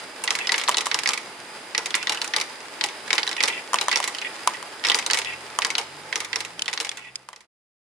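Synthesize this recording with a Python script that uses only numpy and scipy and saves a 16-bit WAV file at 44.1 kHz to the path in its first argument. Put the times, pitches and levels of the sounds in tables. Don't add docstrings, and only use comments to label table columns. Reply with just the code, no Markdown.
import sys
import numpy as np
from scipy import signal
from scipy.fft import rfft, irfft, next_fast_len
from scipy.io import wavfile

SR = 44100
rng = np.random.default_rng(int(sys.argv[2]) if len(sys.argv) > 2 else 0)


def master_out(mix):
    frames = np.transpose(np.atleast_2d(mix))
    ceiling = np.clip(frames, -1, 1)
    pcm = np.round(ceiling * 32767).astype(np.int16)
    wavfile.write(sys.argv[1], SR, pcm)


N = 345744
TIME = np.arange(N) / SR
AFTER = np.arange(SR // 7) / SR


def undb(db):
    return 10 ** (np.asarray(db) / 20)


def pan(db):
    return undb([[db / 2], [-db / 2]])


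def unit(x):
    return x / np.sqrt(np.mean(x ** 2))


def blow(x):
    return x / np.sqrt(np.sum(x ** 2) / 2 / (SR / 1000))


def attack(rise_s):
    return 1 - np.exp(-AFTER / rise_s)


def decay(t60):
    return np.exp(-np.log(1000) * AFTER / t60)


def below(hz, edge_hz, order):
    return 1 / (1 + (hz / edge_hz) ** order)


def above(hz, edge_hz, order):
    return 1 - below(hz, edge_hz, order)


def lifts(hz, peaks):
    return undb(sum(db / (1 + (2 * (hz - centre) / width) ** 2) for centre, width, db in peaks))


def colour(points, hz, peaks=()):
    point_hz, db = np.transpose(points)
    return undb(np.interp(np.log(hz + 1), np.log(point_hz), db)) * lifts(hz, peaks)


def shape(x, gain, size=4096):
    cepstrum = irfft(np.log(gain(np.fft.rfftfreq(size, 1 / SR)) + 1e-6))
    cepstrum[1:size // 2] *= 2
    cepstrum[size // 2 + 1:] = 0
    response = irfft(np.exp(rfft(cepstrum)))[:size // 2]
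    padded = next_fast_len(x.shape[-1] + size // 2)
    return irfft(rfft(x, padded) * rfft(response, padded), padded)[..., :x.shape[-1]]


def add(track, s, sound):
    start = int(max(s, 0) * SR)
    track[:, start:start + sound.shape[-1]] += sound[:, :N - start]


# (frequency [Hz], side minus mid [dB])
STEREO_WIDTH = [(400, -14), (1400, -4.8), (10000, -0.3)]
def noise(length):
    mid, side = rng.standard_normal((2, length))
    side = shape(side, lambda hz: colour(STEREO_WIDTH, hz))
    return unit(np.array([mid + side, mid - side]))


def burst(t60, gain):
    return blow(shape(noise(len(AFTER)) * decay(t60), gain))


def ticks(taps, t60):
    power = signal.fftconvolve(taps ** 2, decay(t60) ** 2)[:len(taps)]
    return noise(len(taps)) * np.sqrt(power.clip(0))


# (frequency [Hz], gain [dB])
CLACK_EQ = [(60, -35), (300, -19), (470, -9), (640, -16.5), (860, -1.8), (2100, -0.2), (4800, 0.3),
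            (7000, 1), (10700, -3), (11700, -32), (14000, -12), (16000, -42)]
# (centre [Hz], width [Hz], boost [dB])
BEAM_MODES = [(315, 40, 7), (451.7, 30, 3.5), (1955, 70, 6.5), (2206, 60, 4)]
def clack_tone(hz, modes=BEAM_MODES):
    return colour(CLACK_EQ, hz, modes)


def room(x, t60=0.52, db=-12, damp_hz=4500, rise_s=0.00504):
    t = np.arange(SR // 2) / SR
    tail = noise(len(t)) * np.exp(-np.log(1000) * t / t60) * (1 - np.exp(-t / rise_s))
    tail = shape(tail, lambda hz: 1 / np.hypot(1, hz / damp_hz))
    tail /= np.sqrt(np.sum(tail ** 2) / 2 * SR / np.pi / damp_hz)
    return undb(db) * signal.fftconvolve(x, tail, axes=-1)[:, :N]


ROOM_MODES = [64, 83, 108, 128, 146, 170]
DRONE_HARMONICS = [-11, -2, 0.5]
# (time [s], fundamental [Hz], level [dB])
DRONE_GLIDE = [(5.05, 41, -77), (5.25, 42, -68), (5.8, 46.5, -65), (6.65, 58, -65), (7.45, 68, -76)]
def drone(waver_db=2.2, mode_width_hz=8, mode_db=10):
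    times, pitches, levels = np.transpose(DRONE_GLIDE)
    hz = np.interp(TIME, times, pitches)
    fader = undb(np.interp(TIME, times, levels, left=-np.inf))
    phase = 2 * np.pi * np.cumsum(hz) / SR
    modes = [(centre, mode_width_hz, mode_db) for centre in ROOM_MODES]
    return fader * sum(undb(db + waver_db * wander(9)) * lifts(k * hz, modes) * np.sin(k * phase)
                       for k, db in enumerate(DRONE_HARMONICS, 1))


def wander(rate_hz):
    knots = rng.standard_normal(2048)
    return np.interp(TIME * rate_hz, np.arange(len(knots)), knots)


# (frequency [Hz], gain [dB])
WHIR_EQ = [(30, -37), (100, -9), (160, -5), (370, 4.8), (900, 3), (2000, 2), (4000, -6), (5500, -12),
           (10600, -11), (11700, -52), (14000, -19), (16000, -61.5)]
# (centre [Hz], width [Hz], boost [dB])
GEAR_WHINE = [(866, 44, 7), (4630, 160, 6), (4995, 160, 14)]
# (time [s], level [dB])
WHIR_FADER = [(0, -38), (1.5, -39.5), (3.6, -37.5), (5.6, -39), (6.5, -42), (6.9, -45.5), (7.35, -57.5),
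              (7.47, -62)]
def drive(flutter_db=1, ticks_per_s=40, tick_db=-11, tick_t60=0.018):
    whir = unit(shape(noise(N), lambda hz: colour(WHIR_EQ, hz, GEAR_WHINE)))
    whir *= undb(flutter_db * wander(30))
    teeth = (rng.random(N) < ticks_per_s / SR) * rng.random(N)
    clicks = unit(shape(ticks(teeth, tick_t60), lambda hz: clack_tone(hz) * below(hz, 4500, order=2)))
    fader = undb(np.interp(TIME, *np.transpose(WHIR_FADER)))
    return (whir + undb(tick_db) * clicks) * fader


# (pitch [Hz], gain [dB], t60 [s])
LOOSE_MODES = [(1945, 1, .05), (2200, -2, .04), (2460, 0, 0.04), (2690, 0.5, 0.04), (3040, -7, 0.03),
               (3390, -5, 0.03)]
# (time [s], length [s], relative level [dB])
FLURRIES = [(0.4, 0.06, -28.5), (1.97, 0.06, -32.5), (3.378, .05, -28.5), (3.49, .11, -28),
            (3.925, 0.07, -28.5), (4.216, 0.012, -22), (4.246, 0.03, -26), (4.542, .012, -28),
            (5.255, 0.09, -28.5), (6.985, .115, -39.5)]
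def chatter(taps_per_s=300, tick_db=-31, tick_t60=.005, settle_db=5.3, detune=.012):
    track = np.zeros((2, N))
    for s, length_s, level_db in FLURRIES:
        progress = np.linspace(0, 1, int(length_s * SR))
        taps = np.zeros(len(progress))
        taps[rng.integers(0, len(taps), int(length_s * taps_per_s) + 1)] = np.sqrt(SR / taps_per_s)
        taps *= undb(level_db - settle_db * progress)
        add(track, s, undb(tick_db) * shape(ticks(taps, tick_t60), lambda hz: clack_tone(hz, modes=())))
        for hz, mode_db, t60 in LOOSE_MODES:
            detuned_hz = hz * (1 + detune * rng.standard_normal())
            ring = decay(t60) * attack(1 / hz) * np.cos(2 * np.pi * detuned_hz * AFTER)
            ring *= undb(mode_db) / np.sqrt(np.sum(ring ** 2) * len(LOOSE_MODES))
            force = taps * noise(len(taps))
            add(track, s, signal.fftconvolve(force, ring[None], axes=-1))
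    return track


def rattle(blows, count=5, lag_s=0.02, settle_s=0.06, scatter_db=4, tick_t60=0.014, trim_db=-18):
    taps = np.zeros(N)
    for s, level_db, *_ in blows:
        lags = lag_s * rng.gamma(2, .5, count)
        gains = undb(level_db + scatter_db * rng.standard_normal(count)) * np.exp(-lags / settle_s)
        taps[((s + lags) * SR).astype(int).clip(0, N - 1)] += gains
    modes = BEAM_MODES + [(2150, 1100, 6)]
    ticking = shape(ticks(taps, tick_t60), lambda hz: clack_tone(hz, modes) * above(hz, 600, order=2))
    return undb(trim_db) * ticking


# (time [s], level [dB], pitch [Hz])
BALL_PINGS = [(6.5935, -21, 3100), (6.6205, -13.8, 3050), (6.892, -17.5, 3400), (7.1565, -20.5, 4950)]
def pings(t60=.016, rise_s=.0005, left_lead_rad=2.1):
    def tick_eq(hz):
        return clack_tone(hz, modes=()) * below(hz, 8500, order=4) * above(hz, 1500, order=2)

    track = np.zeros((2, N))
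    phase = np.array([[left_lead_rad], [0]])
    for s, level_db, pitch_hz in BALL_PINGS:
        ring = blow(decay(t60) * attack(rise_s) * np.sin(2 * np.pi * pitch_hz * AFTER + phase))
        add(track, s, undb(level_db) * (ring + burst(t60, tick_eq)))
    return track


# (pitch [Hz], gain [dB], t60 [s])
HOLLOW_MODES = [(1010, -9, 0.05), (1130, -14, 0.06), (1750, 3, 0.007), (3100, -2, .01)]
# (time [s], relative level [dB], thump pitch [Hz])
BALL_KNOCKS = [(0.685, -13, 1060), (0.6922, -10, 1010), (0.868, -17.5, 1000), (3.7326, -16, 1050),
               (3.7424, -10.5, 1060), (3.883, -12.5, 1040), (4.002, -17.5, 950), (4.4743, -8.5, 1120),
               (4.627, -27, 1100), (5.588, -12, 1130), (7.288, -30, 1100), (7.33, -35.5, 950)]
def knocks(trim_db=3.9, thump_db=14, thump_t60=.0057, tick_db=-5, tick_t60=0.014,
           body_db=-11, body_t60=.13, rise_s=0.0014, left_lead_rad=0.73, vary_db=2.5):
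    track = np.zeros((2, N))
    phase = np.array([[left_lead_rad], [0]])
    for s, level_db, pitch_hz in BALL_KNOCKS:
        modes = [(pitch_hz, thump_db, thump_t60)]
        modes += [(hz, db + vary_db * rng.standard_normal(), t60) for hz, db, t60 in HOLLOW_MODES]
        note = sum(undb(db) * decay(t60) * np.sin(2 * np.pi * hz * AFTER + phase)
                   for hz, db, t60 in modes)
        note = blow(shape(pan(2) * note * attack(rise_s), lambda hz: above(hz, 350, order=2)))
        tick = burst(tick_t60, lambda hz: clack_tone(hz, modes=()) * above(hz, 500, order=2))
        body = burst(body_t60,
                     lambda hz: below(hz, pitch_hz, order=2) * above(hz, pitch_hz / 2, order=4))
        add(track, s, undb(level_db + trim_db) * (note + undb(tick_db) * tick + undb(body_db) * body))
    return track


def clacks(blows, snap_db=-12, snap_hz=8000, crack_t60=0.029, crack_rise_s=0.000301, bounce_db=-10,
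           ring_t60=0.075, ring_db=-2.2, ring_hz=5500, damping=0.92, part_db=9, treble_hz=6200,
           frame_t60=0.15, frame_rise_s=0.0017, frame_db=-5, trim_db=1.7):
    track = np.zeros((2, N))
    pool = noise(3 * SR)
    starts = rng.integers(0, 2 * SR, (len(blows), 3))
    bounce_lags_s = rng.uniform([.002, .01], [.009, .045], (len(blows), 2))
    snap = undb(snap_db) * blow(np.ones((2, 1)) * np.sinc((AFTER - 2 * crack_rise_s) * 2 * snap_hz))
    for k, (s, level_db, part_hz, hard_db, pan_db, modes) in enumerate(blows):
        grain, ring, frame = (pool[:, i:i + len(AFTER)] for i in starts[k])
        life = (2000 / part_hz) ** damping

        def part(hz):
            octaves_off = np.log2((hz + 1) / part_hz)
            peak_db = part_db * np.sqrt(life) / (1 + (octaves_off / .2) ** 2)
            shelf_db = (hard_db + 8) * above(hz, treble_hz, order=8)
            return undb(peak_db + shelf_db) * lifts(hz, modes) * above(hz, 1300, order=4)

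        crack = blow(decay(crack_t60 * life) * attack(crack_rise_s))
        rebounds = sum(undb(bounce_db * n) * np.roll(crack, int(lag * SR))
                       for n, lag in enumerate(bounce_lags_s[k], 1))
        crackle = blow(grain * np.hypot(crack, rebounds))
        click = blow(shape(snap + crackle, part))
        ring = ring * decay(ring_t60 * life)
        ring = blow(shape(ring, lambda hz: part(hz) * below(hz, ring_hz, order=2)))
        frame = frame * decay(frame_t60) * attack(frame_rise_s)
        frame = blow(shape(frame, lambda hz: below(hz, 1150, order=4) * lifts(hz, modes)))
        contact = pan(pan_db) * blow(click + undb(ring_db) * ring)
        add(track, s, undb(level_db + trim_db) * (contact + undb(frame_db) * frame))
    return shape(track, clack_tone)


BRICK_OVERTONES = [1465, 1680, 2640, 2970, 3540, 3940, 4520, 5230]
def stray_blows(rows, pan_db=-2.3, width_hz=140, boost_db=11):
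    blows = []
    for row in rows:
        boosts = boost_db * rng.random(len(BRICK_OVERTONES)) ** 2
        modes = [(hz, width_hz, db) for hz, db in zip(BRICK_OVERTONES, boosts)]
        blows.append((*row, pan_db, modes))
    return blows


# (time [s], relative level [dB])
JOSTLE_CUES = [(0.388, -15), (0.5975, -17.5), (0.6138, -16), (0.7137, -18), (0.7215, -19), (1.106, -18),
               (1.906, -19), (2.028, -18), (2.146, -17.5), (2.173, -19), (2.383, -18), (2.887, -22),
               (3.078, -23), (3.1544, -17.5), (3.267, -19), (3.292, -17), (3.313, -17.5), (3.329, -19),
               (3.366, -18), (3.456, -17), (3.757, -17), (3.8923, -17.5), (4.0272, -17.5), (4.148, -19),
               (4.1845, -19), (4.2153, -21), (4.535, -26), (4.875, -18), (5.025, -23), (5.2166, -18),
               (5.247, -20), (5.813, -23), (6.658, -22), (6.869, -24), (6.915, -23)]
def jostle_blows(centre_hz=2600, spread_octaves=.35, hard_db=-14):
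    return stray_blows([(s, db, centre_hz * 2 ** (spread_octaves * rng.standard_normal()), hard_db)
                        for s, db in JOSTLE_CUES])


# (time [s], relative level [dB], pitch of the part [Hz], hardness as treble [dB])
CLACK_CUES = [(0.2384, -11.5, 2610, 5.5), (0.4712, -14, 4770, -19.5), (0.5419, -10, 2080, -26),
              (0.6781, -13.5, 4300, -32.5), (0.7824, -9.5, 4260, -9), (0.857, -13, 1580, -1.5),
              (1.0345, -16, 4900, -8), (1.0742, -11, 4700, -11), (1.942, -9.5, 2080, -37),
              (1.9513, -9.5, 2340, -0.5), (2.216, -12.5, 4160, -9.5), (2.2439, -17, 2360, -5.5),
              (2.2765, -20, 5500, -3), (2.4, -17, 5000, -8), (3.1805, -8, 2090, -22.5),
              (3.2308, -14, 4650, -27.5), (3.276, -13.5, 3930, -16), (3.4274, -14, 2670, -4),
              (3.477, -14.5, 2400, -5), (3.914, -10.5, 2020, -18.5), (3.972, -13, 5500, -8),
              (4.0761, -12.5, 1980, -1), (4.8487, -9, 2210, -25), (4.8856, -12, 5010, -14.5),
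              (4.8985, -5.5, 3200, -17), (4.9524, -13.5, 2030, 12), (5.0631, -10.5, 3960, -1),
              (5.1098, -9.5, 4320, -9.5), (5.144, -10.5, 1950, -9), (5.1875, -11.5, 2700, -4.5),
              (6.6799, -13.5, 2050, -20.5), (6.7295, -17, 2190, -14.5), (6.736, -18, 4800, -8),
              (6.809, -17, 4000, -2), (6.9715, -23, 1900, -4)]
def lever_and_ball_blows():
    return stray_blows(CLACK_CUES)


RAMP_VOICES = {"right": (1980, 5500, -12, -4.5, -2.4), "inner": (2030, 4800, -12, -1.8, 0.6),
               "centre": (4150, 2850, -9, 0, 0.3)}
RAMP_RESONANCES = {"right": [(3920, 4), (5600, 4)], "inner": [(3850, 5), (4700, 5), (6020, 7)],
                   "centre": [(450, 5), (820, 7), (2900, 4), (3950, 7), (4870, 5), (5510, 8)]}
# (ramp, time [s], relative level [dB], graze lead [s], first hop [s], hops [count])
BALL_DROPS = [("right", 0.3059, -7.5, .0296, 0.046, 1), ("inner", 0.5193, -7, 0.0267, .0602, 2),
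              ("centre", 0.7698, -9, .0258, 0.038, 1), ("right", 0.9438, -8, 0.03, 0.045, 1),
              ("right", 1.0896, -7.5, .0311, .0442, 2), ("right", 1.7785, -8.5, .0303, 0.08, 1),
              ("centre", 2.0949, -8.8, 0.024, .0262, 1), ("inner", 2.363, -7.5, 0.0265, 0.049, 1),
              ("centre", 2.8387, -8, 0.028, 0, 0), ("inner", 3.1298, -6.5, .0249, 0, 0),
              ("right", 3.4361, -5.5, .031, .045, 1), ("centre", 3.8118, -9.3, .0257, 0, 0),
              ("right", 3.9583, -7.5, .0313, .082, 1), ("right", 4.8685, -13, .0298, 0, 0),
              ("inner", 4.9452, -6.5, .0284, .0424, 1), ("right", 5.1332, -8, .0329, .039, 1),
              ("inner", 5.6479, -8.5, .0283, .055, 1), ("centre", 5.7815, -8.2, .0292, 0, 0),
              ("right", 6.157, -10.5, .0304, .046, 2), ("right", 6.3585, -11, .0285, .0465, 2),
              ("centre", 6.8013, -13, .0258, .0463, 1), ("right", 7.361, -32.5, 0.029, 0.045, 1)]
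def drop_blows(graze_db=-3.2, graze_hard_db=-27, bed_db=-0.8, edge_db=-7, mode_width_hz=150,
               hop_hz=2200, hop_db=-4.8, hop_hard_db=-9, hop_shrink=.95):
    grazes, landings, hops = [], [], []
    for ramp, s, db, lead_s, hop_s, count in BALL_DROPS:
        edge_hz, bed_hz, hard_db, edge_pan_db, bed_pan_db = RAMP_VOICES[ramp]
        modes = [(hz, mode_width_hz, boost) for hz, boost in RAMP_RESONANCES[ramp]]
        grazes.append((s - lead_s, db + graze_db, edge_hz, graze_hard_db, edge_pan_db, []))
        landings.append((s, db + bed_db, bed_hz, hard_db, bed_pan_db, modes))
        landings.append((s, db + edge_db, edge_hz, hard_db, bed_pan_db, modes))
        for n in range(count):
            s += hop_s * hop_shrink ** n
            hops.append((s, db + (n + 1) * hop_db, hop_hz, hop_hard_db, bed_pan_db, modes))
    return grazes, landings, hops


def scene(pan_db=-1.6, knock_send_db=-4):
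    aside = pan(pan_db)
    grazes, landings, hops = drop_blows()
    hits = clacks(grazes, snap_db=-11.5, crack_t60=.021, ring_t60=.065, ring_hz=4500,
                  frame_db=-7, trim_db=1.1)
    hits += clacks(landings, snap_db=-10, crack_t60=.022, ring_hz=4800, ring_db=-2.7, damping=.55,
                   part_db=8, treble_hz=5800, bounce_db=-12, frame_db=-2.5, trim_db=0.3)
    singles = lever_and_ball_blows()
    hits += clacks(hops + singles)
    hits += clacks(jostle_blows(), crack_t60=.022, trim_db=0.7)
    hits += aside * (chatter() + rattle(landings + singles + BALL_KNOCKS))
    hollow = aside * knocks()
    reverb = room(hits + undb(knock_send_db) * hollow)
    return hits + hollow + reverb + pings() + aside * drive() + drone()


def record(dry, top_hz=16400):
    fade = np.interp(TIME, [7.44, 7.47], [1, 0])
    high_cut = signal.ellip(8, .2, 70, top_hz, fs=SR, output="sos")
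    return signal.sosfilt(high_cut, np.clip(dry * fade, -1, 1))


dry = scene()
out = record(dry)
master_out(out)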